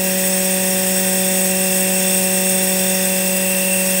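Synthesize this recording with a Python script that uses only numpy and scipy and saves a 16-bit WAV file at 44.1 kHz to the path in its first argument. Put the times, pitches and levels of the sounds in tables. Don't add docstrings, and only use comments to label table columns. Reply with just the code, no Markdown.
import sys
import numpy as np
from scipy import signal
from scipy.fft import rfft, irfft
from scipy.io import wavfile

SR = 44100
rng = np.random.default_rng(int(sys.argv[2]) if len(sys.argv) > 2 else 0)


def wav_record(signal):
    frames = np.transpose(np.atleast_2d(signal))
    bounded = np.clip(frames, -1, 1)
    quanta = np.round(bounded * 32767).astype(np.int16)
    wavfile.write(sys.argv[1], SR, quanta)


N = 176400

SHAFT_HZ, VANES = 46.845, 4
WOBBLE_TURNS, WOBBLE_HZ = 0.0011, 21.9
WHINE_WIDTH_HZ, CUTOFF_HZ = 3.8, 15740


def amp(db):
    return 10 ** (np.asarray(db) / 20)


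def unit(x):
    return x / np.sqrt(np.mean(abs(x) ** 2) + 1e-20)


def times():
    return np.arange(N) / SR


def curve(rows, column=1):
    rows = np.array(rows)
    return amp(np.interp(times(), rows[:, 0], rows[:, column]))


def colour(points, hz):
    f, db = np.transpose(points)
    return amp(np.interp(np.log(hz + 1), np.log(f + 1), db))


def noise(shape):
    return unit(irfft(rfft(rng.standard_normal(N)) * shape(np.fft.rfftfreq(N, 1 / SR)), N))


def band(hz, width_hz):
    return noise(lambda f: 1 / (1 + ((f - hz) / width_hz) ** 2))


def whine(hz, db, roughness=0.18):
    phase = 2 * np.pi * (hz * times() + rng.random())
    return amp(db) * unit(np.cos(phase) * np.sqrt(2) + roughness * band(hz, WHINE_WIDTH_HZ))


# (time [s], distance [0 close, 1 far])
MIC_PATH = [(0, 1), (.3, .7), (.6, .2), (1.3, 0), (2.7, 0), (3.05, .25), (3.35, .8), (3.65, 1)]

def distance():
    return np.interp(times(), *np.transpose(MIC_PATH))


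# (frequency [Hz], relative density [dB])
RUSH = [(20, -103), (45, -89), (75, -76), (100, -71), (200, -61.5), (300, -67.5), (450, -66.5), (650, -69),
        (900, -69.5), (1450, -77), (1600, -77.5), (1850, -63.5), (2100, -69.5), (2450, -72), (2700, -68.5),
        (2950, -75.5), (3250, -67.5), (3700, -70), (4600, -75), (6000, -78), (16000, -100)]

def air_rush(level_db=-32):
    return amp(level_db) * noise(lambda f: colour(RUSH, f))


# (frequency [Hz], relative density [dB])
PARTIALS = [(600, -11.5), (1400, -13), (1550, -2.5), (1900, -5.5), (2150, -12), (2750, 0), (3000, -7),
            (3300, -12), (3600, -14), (4400, -13.5), (5500, -7.5), (7500, -7.5)]

def bearing_partials(count=220, level_db=-32.5, spread_db=2.5):
    grid_hz = np.geomspace(PARTIALS[0][0], PARTIALS[-1][0], count)
    shift, strength, phase = rng.random((count, 3)).T
    hz = grid_hz + shift * np.gradient(grid_hz)
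    gains = colour(PARTIALS, hz) * np.sqrt(hz) * amp(spread_db * (5 * strength - 2))
    lines = np.zeros(N // 2 + 1, complex)
    lines[np.round(hz * N / SR).astype(int)] = gains * np.exp(2j * np.pi * phase)
    offset_hz = np.arange(-200, 201) * SR / N
    line_shape = 1 / (1 + (offset_hz / WHINE_WIDTH_HZ) ** 2) ** 2
    skirt_power = signal.fftconvolve(abs(lines) ** 2, line_shape, "same")
    skirts = noise(lambda f: np.sqrt(abs(skirt_power)))
    return amp(level_db) * unit(unit(irfft(lines, N)) + 0.82 * skirts)


# (frequency [Hz], relative density [dB])
SCRAPE = [(600, -10), (1400, -11), (1600, 2.5), (1850, 8), (2100, 2), (2750, 2.5), (3000, -3), (3500, -3),
          (4400, -7.5), (5500, -9), (7400, -4), (8000, -2.5), (8700, 11.5), (9600, 2), (15700, 0)]

def bore_scrape(turns, size=8192, level_db=-33, spread_db=4):
    hz = np.arange(size // 2 + 1) * SHAFT_HZ
    strength, phase = rng.random((len(hz), 2)).T
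    in_band = (hz > SCRAPE[0][0]) * (hz < CUTOFF_HZ)
    gains = colour(SCRAPE, hz) * amp(spread_db * (5.3 * strength - 2)) * in_band
    one_turn = unit(irfft(gains * np.exp(2j * np.pi * phase)))
    return amp(level_db) * np.interp(turns, np.arange(size) / size, one_turn, period=1)


# (frequency [Hz], level [dB])
SWELL_TONES = [(3516, -44), (3551, -47)]
# (time [s], gain [dB])
SWELL_GAIN = [(0, -2), (1.1, 0), (1.24, 8.5), (1.4, -1), (1.9, 0), (2.07, 6.5), (2.35, 0), (2.8, 6),
              (3.15, 3), (3.5, -2)]

def swelling_pair():
    return curve(SWELL_GAIN) * sum(whine(*row) for row in SWELL_TONES)


# (frequency [Hz], level [dB])
WHINES = [(118.4, -53), (1150, -52), (1518, -50), (1593, -46.5), (1779, -50.5), (1814, -47), (1900, -43),
          (1937, -42.5), (2067, -47), (2250, -47.5), (2309, -51.5), (2342, -45.5), (2476, -48),
          (2525, -39.5), (2616, -50), (2982, -54), (3171, -48.5), (5340, -45), (5561, -45), (7171, -48.5),
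          (7542, -43.5), (7730, -51), (7919, -46)]

def faint_whines(follow=0.17):
    tones = sum(whine(*row) for row in WHINES)
    return curve(RING_GAIN) ** follow * (tones + bearing_partials())


# (frequency [Hz], level [dB], gain exponent)
BEARING = [(2670, -42.5, 1.33), (2708.4, -35, 0.85), (2760, -43.5, 1)]
# (time [s], bearing gain [dB], squeal gain [dB])
MIC_GAINS = [(0, 2.5, -11), (.3, -5, -0.5), (.6, -1.5, -2), (1.2, -3, 1), (1.75, 1.8, 0), (2.1, 0, 1.5),
             (2.8, 0.5, 0), (3.1, 1.5, -1), (3.41, 2, -2), (3.49, 6, -1.5), (3.76, 8, -1),
             (3.87, -0.5, -1.5), (4, 6, -0.5)]

def bearing_tone(rattle_db=-45, rattle_exponent=1.7):
    gain = curve(MIC_GAINS, column=1)
    rattle = amp(rattle_db) * gain ** rattle_exponent * band(hz=2710, width_hz=160)
    return rattle + sum(gain ** exponent * whine(hz, db) for hz, db, exponent in BEARING)


# (frequency [Hz], half-width [Hz], level [dB])
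CASING = [(1606, 91, -47), (3255, 79, -44.5), (3552, 35, -43.5), (5390, 55, -40), (5560, 59, -37),
          (6400, 37, -42), (6955, 32, -38)]
# (time [s], gain [dB])
RING_GAIN = [(0, -2.5), (.35, 0), (1.2, 1), (1.6, -.5), (2, 1), (2.4, 0), (3, 1), (3.2, -3.5), (3.52, -8),
             (3.78, -9), (3.86, .5), (4, -1)]

def casing_ring():
    return curve(RING_GAIN) * sum(amp(db) * band(hz, width) for hz, width, db in CASING)


# (frequency [Hz], half-width [Hz], close level [dB], far level [dB])
SIZZLE = [(8890, 71, -50, -32), (9540, 38, -43, -46), (10280, 49, -41.5, -39.5), (11030, 44, -48, -43),
          (11390, 250, -34.5, -43.5), (11740, 65, -50, -38), (12400, 55, -46, -50), (13450, 80, -38, -38),
          (14700, 230, -37, -34), (15120, 56, -40, -37), (15600, 87, -33, -33)]

def sizzle():
    away = distance()
    return sum(amp(close_db + (far_db - close_db) * away) * band(hz, width)
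               for hz, width, close_db, far_db in SIZZLE)


SQUEAL_HZ = [7935, 8078, 8478, 8440, 8666, 8655]
# (half-width [Hz], level [dB])
SQUEAL = [(35, -36.5), (30, -30), (7, -32.5), (30, -33), (7, -31.5), (50, -31)]

def squeal():
    modes = sum(amp(db) * band(hz, width) for hz, (width, db) in zip(SQUEAL_HZ, SQUEAL))
    return curve(MIC_GAINS, column=2) * modes


def wall_echoes(x, count=6, max_delay_s=0.008, drift_s=0.00015, echo_db=-15.5):
    t, away = times(), distance()
    paths = rng.uniform((0.2, -1), (1, 1), (count, 2))
    delays_s = [max_delay_s * length + drift_s * slant * away for length, slant in paths]
    echoes = sum(np.interp(t - delay, t, x, left=0) for delay in delays_s)
    return (x + amp(echo_db) * echoes) / np.sqrt(1 + count * amp(echo_db) ** 2)


# (frequency [Hz], relative density [dB])
HISS = [(2000, -92), (4700, -85), (4900, -64.5), (5150, -70), (5700, -66.5), (6000, -71.5), (6300, -65.5),
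        (6750, -67), (7750, -66), (8000, -53.5), (8300, -59.5), (8750, -58), (9250, -61.5), (9450, -65),
        (10700, -66.5), (12100, -67), (13400, -65), (14300, -63.5), (15300, -59), (15700, -60)]

def vane_friction(turns, hiss_db=-19, flicker_db=0.7, flicker_hz=40):
    angle = 2 * np.pi * turns
    pressure = 1 + 0.048 * np.cos(VANES * angle) + 0.022 * (np.cos(angle) + np.cos((VANES - 1) * angle))
    beat = 1 + 0.075 * np.cos((VANES + 1) * angle)
    hiss = amp(hiss_db) * noise(lambda f: colour(HISS, f))
    resonances = beat * (squeal() + casing_ring()) + sizzle()
    flicker = amp(flicker_db * band(0, flicker_hz))
    return pressure * flicker * (wall_echoes(hiss) + resonances)


# (multiple of vane rate, level [dB], change when far [dB])
PUFFS = [(1, -24.3, -.4), (2, -31.5, -.3), (3, -25.8, .3), (4, -35.7, -.5), (5, -42.9, 0)]
# (time [s], gain [dB])
EVEN_GAIN = [(0, -1.8), (.3, -1.2), (.6, -.1), (1.2, .4), (2.7, .4), (3.0, -.5), (3.3, -3), (3.75, -4.2),
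             (4, -5.5)]
# (multiple of shaft rate, level [dB])
SHAFT_ORDERS = [(1, -75), (2, -50.5), (7, -46.5), (9, -53.5), (11, -46), (14, -57)]

def exhaust_drone(turns, sway_db=0.18, sway_hz=2.1, flutter_depth=0.025, lag_rad=0.27):
    angle, drone = 2 * np.pi * turns, np.zeros(N)
    for k, db, far_change_db in PUFFS:
        level = amp(db + far_change_db * distance() + sway_db * band(0, sway_hz))
        level *= 1 + flutter_depth * band(0, WOBBLE_HZ)
        if k % 2 == 0:
            level *= curve(EVEN_GAIN)
        drone += level * np.cos(k * VANES * angle - lag_rad * k ** 2)
    for order, db in SHAFT_ORDERS:
        drone += amp(db) * np.cos(round(order) * angle + 2 * np.pi * rng.random())
    return np.sqrt(2) * drone


def scene():
    turns = SHAFT_HZ * times() + WOBBLE_TURNS * band(0, WOBBLE_HZ)
    air = air_rush() + exhaust_drone(turns)
    whines = bearing_tone() + faint_whines() + swelling_pair()
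    friction = vane_friction(turns) + bore_scrape(turns)
    return np.tile(air + whines + friction, (2, 1))


def record(dry):
    taps = signal.firwin(1501, CUTOFF_HZ, window=("kaiser", 9), fs=SR)
    return signal.oaconvolve(dry, taps[None], "same")


dry = scene()
out = record(dry)
wav_record(out)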